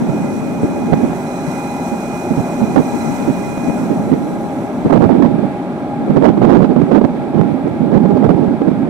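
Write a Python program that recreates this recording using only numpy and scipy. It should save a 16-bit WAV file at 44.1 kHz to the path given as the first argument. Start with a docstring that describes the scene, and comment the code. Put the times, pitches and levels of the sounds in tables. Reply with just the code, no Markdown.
"""An electric locomotive stands across the tracks at a station: fans drone through ringing ducts, with a blade whine.
From the start a jet of compressed air hisses, rings its valve and whistles, then dies away around the middle.
Shaped noise makes the wind in the two microphone ports, first in puffs; a few light taps ring the casing.
From about 5 s gusts and sharp crackles overload the right channel, while the fans drone on."""
import sys
import numpy as np
from scipy import signal
from scipy.fft import rfft, irfft
from scipy.io import wavfile
from scipy.ndimage import uniform_filter1d, map_coordinates

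SR = 44100
rng = np.random.default_rng(int(sys.argv[2]) if len(sys.argv) > 2 else 0)


def output_pcm(signal):
    """Save a mono or channel-first signal as 16-bit PCM at the path in sys.argv[1].

    Samples are clipped to [-1, 1] before scaling.
    """
    pcm = np.clip(np.atleast_2d(signal).T, -1, 1) * 32767
    wavfile.write(sys.argv[1], SR, np.round(pcm).astype(np.int16))


N = 392049
T = np.arange(N) / SR  # s
FREQS = np.maximum(np.arange(N // 2 + 1) * SR / N, 1)  # Hz

# colour of the turbulence in a port: f/Hz, relative density/dB per Hz
TURBULENCE_COLOUR = [(25, -32), (60, -28), (110, -18), (170, 4), (240, 7.5), (320, -1), (480, -13),
                     (750, -21.5), (1100, -35.5), (2000, -47.5), (4000, -54.5), (16000, -105)]


def undb(db):
    """Decibels to gain."""
    return 10 ** (np.asarray(db) / 20)


def curves(table):
    """Each column of a time table, joined by straight lines."""
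    s, *columns = np.transpose(table)
    return [np.interp(T, s, column) for column in columns]


def colours(table):
    """Each column of a spectrum table as a gain over frequency, straight in dB over log frequency."""
    hz, *columns = np.transpose(table)
    return [undb(np.interp(np.log(FREQS), np.log(hz), column)) for column in columns]


def resonances(table):
    """Gain over frequency of a set of steep-sided resonances, added in power."""
    power = 0
    for hz, width, db in table:
        # the factor makes width the full width at -3 dB
        power = power + (undb(db) / (1 + ((FREQS - hz) / (.78 * width)) ** 2)) ** 2
    return np.sqrt(power)


def noise(gain):
    """Noise whose density per Hz follows the gain."""
    return irfft(rfft(rng.standard_normal(N)) * gain, N) * np.sqrt(SR / 2)


def walk(rate):
    """Random levels held for 1 / rate s and smoothed twice; spread near 1."""
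    k = max(int(SR / rate), 2)
    steps = rng.standard_normal(4096)[np.arange(N) // k % 4096]
    return 1.3 * uniform_filter1d(uniform_filter1d(steps, k), k)


def swell(s, length):
    """Smooth bump of height 1 around a moment."""
    return np.exp(-(2 * (T - s) / length) ** 2)


def blowers(sway_db=0.56, flutter_db=1.0, wander_hz=0.73, octave_db=-26, right_db=-1.0, blade_db=1):
    """Fans push air through ringing ducts; the blade tone flutters in the moving air."""
    blade_hz, left_lag_s = 818.2, .0001
    # broad blower air: f/Hz, density/dB per Hz
    fan_air = [(30, -77), (80, -61.5), (115, -57), (160, -50.5), (250, -46), (400, -51), (490, -59.5),
               (600, -57), (790, -53.5), (950, -62.5), (1120, -68.5), (1340, -66), (1700, -84.5),
               (16000, -135)]
    # duct and body resonances: f/Hz, width/Hz, density/dB per Hz
    duct_modes = [(171.6, 24, -49), (242.5, 12.6, -43), (262, 35, -45.5), (364.4, 12, -50.5),
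                  (550.6, 18.5, -51), (595, 26, -50), (660, 31, -55), (855, 12, -56), (1632, 29, -65)]
    # blade whine as the breeze carries it: t/s, level before blade_db/dB
    whine_level = [(0, -47), (.15, -39), (.5, -40), (.8, -34), (.95, -29), (1.08, -36), (1.22, -31),
                   (1.45, -37), (1.7, -33), (1.92, -30), (2.08, -35.5), (2.3, -33), (2.5, -33), (2.76, -37),
                   (2.9, -31.5), (3.08, -31), (3.35, -35), (3.75, -32.5), (4.1, -35), (4.6, -34),
                   (4.78, -40), (5, -31), (5.3, -33), (5.62, -33), (5.78, -38), (5.93, -29.5), (6.1, -33),
                   (6.45, -35), (6.7, -32), (7, -36), (7.25, -32), (7.7, -37), (8.1, -29), (8.45, -34),
                   (8.89, -40)]
    rush = noise(colours(fan_air)[0]) + noise(resonances(duct_modes))
    rush = rush * undb(sway_db * walk(4.4))
    phase = 2 * np.pi * np.cumsum(blade_hz + wander_hz * walk(14)) / SR
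    blade = np.sin(phase) * undb(flutter_db * walk(12.0))
    octave = np.sin(2 * phase) * undb(octave_db + flutter_db * walk(37))
    whine = np.sqrt(2) * (blade + octave) * undb(blade_db + curves(whine_level)[0])
    fans = rush + whine
    return np.array([np.interp(T - left_lag_s, T, fans), fans * undb(right_db)])


def yard(sway_db=1.0):
    """Machine noise scattered by buildings and ballast arrives from all sides."""
    # diffuse rush: f/Hz, left density/dB per Hz, right density/dB per Hz
    diffuse_rush = [(30, -89, -80), (201, -62, -46.5), (497, -74, -66), (815, -67.5, -77.5),
                    (1430, -78, -70), (1780, -87, -72), (2360, -81, -70.5), (2890, -91.5, -81.5),
                    (3460, -86, -80), (4740, -92.5, -89.5), (6500, -99, -97.5), (8200, -99.5, -93),
                    (10900, -104, -96.5), (12200, -106, -102), (15500, -108, -106)]
    return np.array([noise(gain) * undb(sway_db * walk(7.7)) for gain in colours(diffuse_rush)])


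def air_leak(flicker_db=0.55, ring_sway_db=2, sizzle_left_db=-9):
    """A jet of compressed air hisses, rings its valve and whistles while the pressure lasts."""
    # flow of the escaping air, shared by hiss, valve ring and pipe note: t/s, relative level/dB
    air_flow = [(0, -6.5), (1.1, -5), (1.6, -2), (2.3, -2.5), (3.1, -1), (3.8, -4), (4.1, -9.5), (4.7, -12),
                (5.3, -20.5), (8.89, -25.5)]
    # hiss at full flow: f/Hz, left density/dB per Hz, right density/dB per Hz
    jet_hiss = [(300, -71, -74.5), (890, -54.5, -65.5), (1060, -67.5, -57.5), (1150, -79, -82),
                (1300, -71, -76), (1560, -84, -68), (1760, -92, -81.5), (2000, -78.5, -70.5),
                (2460, -90, -78), (3040, -89, -82), (4800, -87, -83.5), (6100, -84.5, -76),
                (7950, -84, -75.5), (9300, -92, -82.5), (10900, -105, -81.5), (12300, -92, -84.5),
                (14000, -91, -86.5), (15700, -102, -87.5)]
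    # valve and pipe at full flow: f/Hz, width/Hz, right density/dB per Hz, left minus right/dB
    valve_modes = [(948, 20, -57, 4), (1190, 40, -64, 2), (1310, 45, -63, -1), (1378, 36, -58.5, -2),
                   (1455, 26, -61.5, -1), (1890, 50, -72, -9), (2040, 34, -60.3, -16), (2570, 36, -70, -14),
                   (4190, 80, -78, -9), (5487, 48, -73, -9), (5600, 36, -70, -9), (5824, 65, -68, -9),
                   (5965, 48, -73, -9), (6218, 50, -76, -9), (6535, 32, -68.5, -9), (7588, 28, -69, -9),
                   (7881, 38, -66.5, -9), (8170, 95, -71, -9), (10080, 150, -81, -9), (10400, 100, -79, -9),
                   (10820, 80, -79, -9), (11000, 70, -76, -9), (11180, 70, -79, -9)]
    # thin sizzle of the last air: f/Hz, width/Hz, right density/dB per Hz
    sizzle_modes = [(8050, 160, -83), (8500, 90, -87), (10450, 70, -85), (11090, 70, -75.5),
                    (11600, 150, -85), (13400, 100, -85), (14350, 120, -91)]
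    flow_db = curves(air_flow)[0]
    hiss = bounced(from_right(*colours(jet_hiss)))
    # three interleaved sets of modes, each swaying on its own
    ring = sum(valve_ring(valve_modes[i::3]) * undb(ring_sway_db * walk(12)) for i in range(3))
    jet = (hiss + ring) * undb(flow_db + flicker_db * walk(22))
    # as the flow closes down, only a thin high sizzle lingers
    thin = resonances(sizzle_modes)
    sizzle = from_right(thin * undb(sizzle_left_db), thin) * swell(4.3, 1.1)
    return jet + sizzle + pipe_note(flow_db) + whistle()


def from_right(left, right, left_lag_s=.00019):
    """Noise from the right: its direct share reaches the left port later, the rest is scattered."""
    # share that reaches the ports unscattered: f/Hz, share/dB
    direct_share = [(300, -2), (800, -.4), (1500, -.6), (2200, -4), (8000, -3), (10500, -4), (12000, -10)]
    direct = colours(direct_share)[0]
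    source = rfft(rng.standard_normal(N))
    late = np.exp(-2j * np.pi * FREQS * left_lag_s)
    straight = irfft(source * direct * np.array([left * late, right]), N) * np.sqrt(SR / 2)
    scattered = np.array([noise(gain * np.sqrt(1 - direct ** 2)) for gain in (left, right)])
    return straight + scattered


def bounced(x, bounce_s=.00305, drift_s=.000015, bounce_db=-11):
    """Adds a ground reflection that combs the sound; its delay drifts as the microphone sways."""
    earlier = T - bounce_s - drift_s * walk(1.5)
    return x + undb(bounce_db) * np.array([np.interp(earlier, T, side) for side in x])


def valve_ring(modes):
    """A set of valve resonances blown by the jet, each with its own balance."""
    left = resonances((hz, width, db + lean_db) for hz, width, db, lean_db in modes)
    right = resonances((hz, width, db) for hz, width, db, _ in modes)
    return from_right(left, right)


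def pipe_note(flow_db, note_hz=4015, width_hz=72, rest_db=-50.5, left_db=-6):
    """A breathy narrow resonance that rests on the flow, with four added swells."""
    # swells of the note: t/s, length/s, right level/dB
    note_swells = [(1.38, .26, -54), (1.7, .28, -53), (3.05, .24, -51.5), (4.3, .5, -61)]
    level = undb(rest_db + flow_db) + sum(undb(db) * swell(s, length) for s, length, db in note_swells)
    gain = resonances([(note_hz, width_hz, 0)])
    note = from_right(gain * undb(left_db), gain)
    return note / note[1].std() * level


def whistle(jitter_hz=.8, flutter_db=0.4, beat_hz=27, left_db=-21):
    """An edge tone that sinks as the pressure falls and beats with a weaker one just below it."""
    # pitch of the upper tone: t/s, f/Hz
    whistle_pitch = [(0, 2474), (.3, 2464), (1.25, 2463), (1.55, 2459), (1.8, 2461), (2.18, 2457),
                     (2.3, 2461), (2.7, 2458), (3.62, 2455), (3.72, 2462), (4.1, 2454)]
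    # swells as the jet finds the edge, beats at full flow, drops when the pressure gives out:
    # t/s, right level of the upper tone/dB, lower tone relative to it/dB
    whistle_level = [(0, -49, -22), (.18, -39.5, -22), (.3, -42, -22), (.7, -40, -22), (1.1, -41, -22),
                     (1.2, -44, -22), (1.33, -40.5, -22), (1.48, -41, -20), (1.6, -35.5, -18),
                     (1.75, -38.5, -15), (2.05, -38.5, -17), (2.18, -35.5, -20), (2.28, -41, -10),
                     (2.5, -40.5, -5), (2.9, -41, -2.5), (3.16, -41.5, -5), (3.4, -38, -10),
                     (3.55, -37, -13), (3.62, -37, -24), (3.73, -36.5, -24), (3.77, -43, -24),
                     (3.98, -46.5, -24), (4.12, -56, -24), (4.6, -100, -24)]
    hz = curves(whistle_pitch)[0]
    db, beat_db = curves(whistle_level)
    phase = 2 * np.pi * np.cumsum(hz + jitter_hz * walk(70)) / SR
    lower = phase - 2 * np.pi * np.cumsum(beat_hz + jitter_hz * walk(13)) / SR
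    tone = np.sqrt(2) * (np.sin(phase) + undb(beat_db) * np.sin(lower))
    return np.outer(undb([left_db, 0]), tone * undb(db + flutter_db * walk(20)))


def wind(displace=0.58, stumble_db=0.5, stumbles_per_s=36):
    """An uneven breeze buffets both ports; gusts and crackles hit the right, where fast eddies displace slow ones."""
    # light wind between the gusts: t/s, left port strength/dB, right port strength/dB
    light_wind = [(0, -24, -17.5), (.4, -22, -25.5), (1.05, -21, -14), (1.3, -48, -43), (2.15, -57, -69),
                  (2.6, -26.5, -21), (3.08, -22.5, -27), (3.7, -23, -23.5), (4.25, -23, -17),
                  (4.6, -29.5, -38), (5.3, -25, -12.5), (5.75, -36, -45), (6.15, -19, -16.5),
                  (7.2, -35, -18.5), (8.89, -28.5, -26)]
    # strongest eddies, each a thump on one port, keyed by port: start t/s, length/s, level/dB
    port_buffets = {"left": [(.01, 0.034, -14), (.63, 0.025, -12), (1.472, 0.02, -16), (2.93, 0.033, -14.5),
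                    (3.04, 0.08, -16), (3.67, 0.036, -12), (4.45, 0.016, -21), (4.845, 0.031, -8.5)],
                    "right": [(.088, 0.011, -4), (.63, 0.017, -8), (.921, 0.018, -0.5), (1.03, 0.018, -4.5),
                    (1.912, 0.031, -14), (2.303, 0.019, -8.5), (2.37, 0.036, -8.5), (2.615, 0.025, -5),
                    (2.757, 0.018, -1.5), (2.772, 0.021, -1), (2.794, 0.013, -4.5), (3.272, 0.037, -8),
                    (3.898, 0.022, -6.5), (4.114, 0.025, -3.5), (4.853, 0.012, -4), (4.92, 0.055, -2.5),
                    (5.008, 0.055, -2.5), (5.092, 0.04, -3), (5.148, 0.0064, -5), (5.18, 0.037, -8.5),
                    (5.218, 0.046, -4.5), (5.308, 0.0074, -9), (5.337, 0.02, -8), (5.382, 0.011, -6.5),
                    (5.424, 0.03, -8.5), (6.094, 0.014, -4), (6.16, 0.021, 0), (6.22, 0.089, -2.5),
                    (6.372, 0.0063, -4.5), (6.417, 0.027, -5.5), (6.49, 0.09, -4.5), (6.612, 0.039, -3),
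                    (6.688, 0.035, -7), (6.758, 0.045, -5), (6.812, 0.025, -3), (6.911, 0.079, -2.5),
                    (7.011, 0.0058, -0.5), (7.036, 0.019, -3), (7.376, 0.036, -5), (7.648, 0.039, -12.5),
                    (7.708, 0.0087, -11), (7.916, 0.021, -6), (7.936, 0.045, -3), (8.052, 0.0084, -11),
                    (8.102, .01, -7.5), (8.213, 0.014, -6), (8.238, 0.025, -4.5), (8.289, 0.029, -2.5),
                    (8.34, 0.0088, -7), (8.374, 0.066, -9.5), (8.477, .012, -7.5), (8.614, 0.0067, -6),
                    (8.672, 0.016, -3.5), (8.712, 0.0055, -5), (8.824, 0.011, -10)]}
    # gusts at the right port: start t/s, length/s, level/dB
    right_gusts = [(4.896, 0.37, -6.5), (6.1, 0.79, -11.5), (6.41, 0.2, -1), (7.335, 0.22, -7),
                   (7.797, 0.17, -8), (7.993, 0.55, -7), (8.6, 0.36, -11.5)]
    left_db, right_db = curves(light_wind)
    left = undb(left_db) ** 2 * (1 + stray_eddies()) + passing(port_buffets["left"])
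    right = undb(right_db) ** 2 * (1 + stray_eddies()) + passing(port_buffets["right"])
    # a gust's strength stumbles as it blows
    stumble = undb(stumble_db * walk(stumbles_per_s)) ** 2
    right = right + sum(gust(*row) for row in right_gusts) * stumble
    left, right = (turbulence(10 * np.log10(power)) for power in (left, right))
    crackle, strength = snaps()
    return np.array([left, right / (1 + displace * strength) + crackle])


def turbulence(db, flutter_db=-0.51, bright_db=-15, edge_hz=550, fast_db=0.0, fast_scale=1.43):
    """Eddies flutter in one port; strong gusts shed smaller, higher ones that sputter in short bursts."""
    db = db + flutter_db * walk(60)
    fast = .8 / (1 + np.exp((fast_db - db) / 2.5))  # power share of the fast eddies
    body = np.sqrt(1 - fast) * eddies(1) + np.sqrt(fast) * eddies(fast_scale)
    high_pass = FREQS ** 2 / (FREQS ** 2 + edge_hz ** 2)
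    fine = noise(colours(TURBULENCE_COLOUR)[0] * high_pass)
    fine = fine * undb(7 * np.tanh(walk(220)))  # sputter within 7 dB either way
    fine = fine / fine.std()
    strength = undb(db)
    brightness = undb(bright_db) * np.sqrt(np.tanh(2 * strength))
    return strength * (body + brightness * fine)


def eddies(scale, swoop=.2, swoops_per_s=110):
    """Port turbulence of unit level; faster flow scales its spectrum upward, and its pitch swoops at random."""
    x = noise(colours([(hz * scale, db) for hz, db in TURBULENCE_COLOUR])[0])
    # the flow sets the strength of the eddies, so most of their own slow swell is evened out
    x = x / uniform_filter1d(x ** 2, size=450) ** .4
    # reading at an uneven pace makes the eddies burble
    pace = np.exp(swoop * walk(swoops_per_s))
    x = map_coordinates(x, [np.cumsum(pace / pace.mean())], order=3, mode="mirror")
    return x / x.std()


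def passing(rows, attack_s=0.0044, crest_db=4.5, crest_s=0.0013, release_s=0.0068):
    """Power of eddies that cross a port: a hard front with a brief crest, a hold, a quick fall."""
    power = np.zeros(N)
    for s, length, db in rows:
        near = slice(max(int(s * SR), 0), int((s + length) * SR) + SR // 20)
        age = np.maximum(T[near] - s, 0)
        shape = np.minimum(age / attack_s, 1) * np.exp(-np.maximum(age - length, 0) / release_s)
        power[near] += (shape * undb(db + crest_db * np.exp(-age / crest_s))) ** 2
    return power


def stray_eddies(count=120, per_s=4.4, length_s=0.021, mean_db=3.5, scatter_db=-1):
    """Power of weaker, randomly timed eddies, relative to the light wind that carries them."""
    gaps = rng.exponential(1 / per_s, count)
    sizes = rng.standard_normal(count)
    return passing((s, length_s, mean_db + scatter_db * size) for s, size in zip(np.cumsum(gaps), sizes))


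def knocks(right_db=-14):
    """Light taps ring the casing for a few milliseconds."""
    # taps, loudest on the left: t/s, left peak/dB
    tap_times = [(0.631, -9), (1.132, -8), (1.139, -21), (3.579, -7), (3.675, -9), (3.698, -7.5)]
    # what the casing rings with: f/Hz, 60 dB decay time/s, relative level/dB
    casing_modes = [(625, 0.014, 23), (1150, 0.0067, 3), (2100, .003, -40)]
    t = T[:SR // 20]
    ring = np.zeros(len(t))
    for hz, t60, db in casing_modes:
        ring += undb(db) * np.sin(2 * np.pi * hz * t) * np.exp(-np.log(1000) * t / t60)
    taps = np.zeros(N)
    for s, db in tap_times:
        taps[int(s * SR)] += undb(db)
    return np.outer(undb([0, right_db]), signal.fftconvolve(taps, ring / np.abs(ring).max())[:N])


def snaps(sputter_db=2.0, sputters_per_s=450, rise_s=0.0011, fall_s=0.001):
    """Small fast eddies break on the rim of the port in sputtering crackles; gives their sound and strength."""
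    # crackles: start t/s, length/s, level/dB
    rim_crackles = [(0.93, 0.0075, -3), (2.305, 0.0051, -15), (2.759, 0.011, -6), (2.776, 0.0057, -3),
                    (2.785, 0.0036, -11), (4.897, 0.015, -8), (4.924, 0.015, -5.5), (4.945, 0.0055, -9),
                    (4.971, 0.0079, -7.5), (5.006, 0.0066, -4), (5.018, 0.019, -5.5), (5.044, 0.019, -14),
                    (5.064, .003, -14), (5.09, 0.015, -6), (5.118, .014, -15), (5.223, 0.0029, -6),
                    (5.239, 0.015, -11), (6.1, 0.0033, -14), (6.161, 0.013, -8), (6.177, 0.0027, -13),
                    (6.215, 0.0042, -8), (6.223, 0.0032, -5), (6.234, 0.011, -2), (6.251, 0.015, -3),
                    (6.283, 0.0052, -8), (6.3, 0.0034, -13), (6.374, .005, -8), (6.415, 0.016, -8),
                    (6.444, 0.01, -7.5), (6.492, .008, -9), (6.503, 0.0089, -6), (6.535, 0.0064, -9),
                    (6.546, 0.015, -10.5), (6.605, 0.0034, -5.5), (6.62, 0.011, -12), (6.761, .007, -3),
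                    (6.774, 0.0037, -13), (6.916, .005, -11), (6.947, 0.018, -8.5), (7.059, .005, -18),
                    (7.375, .0035, -13), (7.412, 0.0053, -10), (7.915, .005, -11), (7.94, .005, -12),
                    (7.966, .003, -15), (8.052, 0.0045, -10), (8.105, .003, -13), (8.233, 0.0037, -12.5),
                    (8.24, .012, -6), (8.262, 0.0056, -13), (8.29, .004, -4.5), (8.303, 0.0036, -9)]
    # colour of the crackle: f/Hz, relative density/dB per Hz
    crackle_colour = [(25, -49), (300, 13), (620, 15), (900, 7), (1300, -7), (2400, -41.5), (5000, -37.5),
                      (9000, -45), (16000, -62)]
    strength = np.zeros(N)
    for s, length, db in rim_crackles:
        near = slice(int(s * SR), int((s + length) * SR) + SR // 20)
        age = np.maximum(T[near] - s, 0)
        shape = np.minimum(age / rise_s, 1) * np.exp(-np.maximum(age - length, 0) / fall_s)
        strength[near] += undb(db) * shape
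    crackle = noise(colours(crackle_colour)[0])
    crackle = crackle / uniform_filter1d(crackle ** 2, size=180) ** .4  # evens out its own swell
    crackle = crackle * undb(sputter_db * walk(sputters_per_s))
    return strength * crackle / crackle.std(), strength


def gust(start, length, db, attack_s=0.011, sag_db=5.5, release_s=0.032):
    """Power of one gust: it rises fast, sags over its length and drops away."""
    age = T - start
    rise = np.clip(age / attack_s, 0, 1)
    hold = undb(db - sag_db * np.clip(age / length, 0, 1))
    release = np.exp(-np.maximum(age - length, 0) / release_s)
    return (rise * hold * release) ** 2


def scene():
    """Locomotive, yard, wind in the ports and taps on the casing, as left and right."""
    return blowers() + yard() + air_leak() + wind() + knocks()


def record(dry, ceiling=.99, top_hz=15730):
    """Strong gusts flatten against the input's ceiling, each hard corner a tick; the top is cut."""
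    clipped = dry / (1 + np.abs(dry / ceiling) ** 24) ** (1 / 24)
    low_pass = signal.ellip(14, .1, 70, top_hz, fs=SR, output="sos")
    return signal.sosfilt(low_pass, clipped)


dry = scene()
out = record(dry)
output_pcm(out)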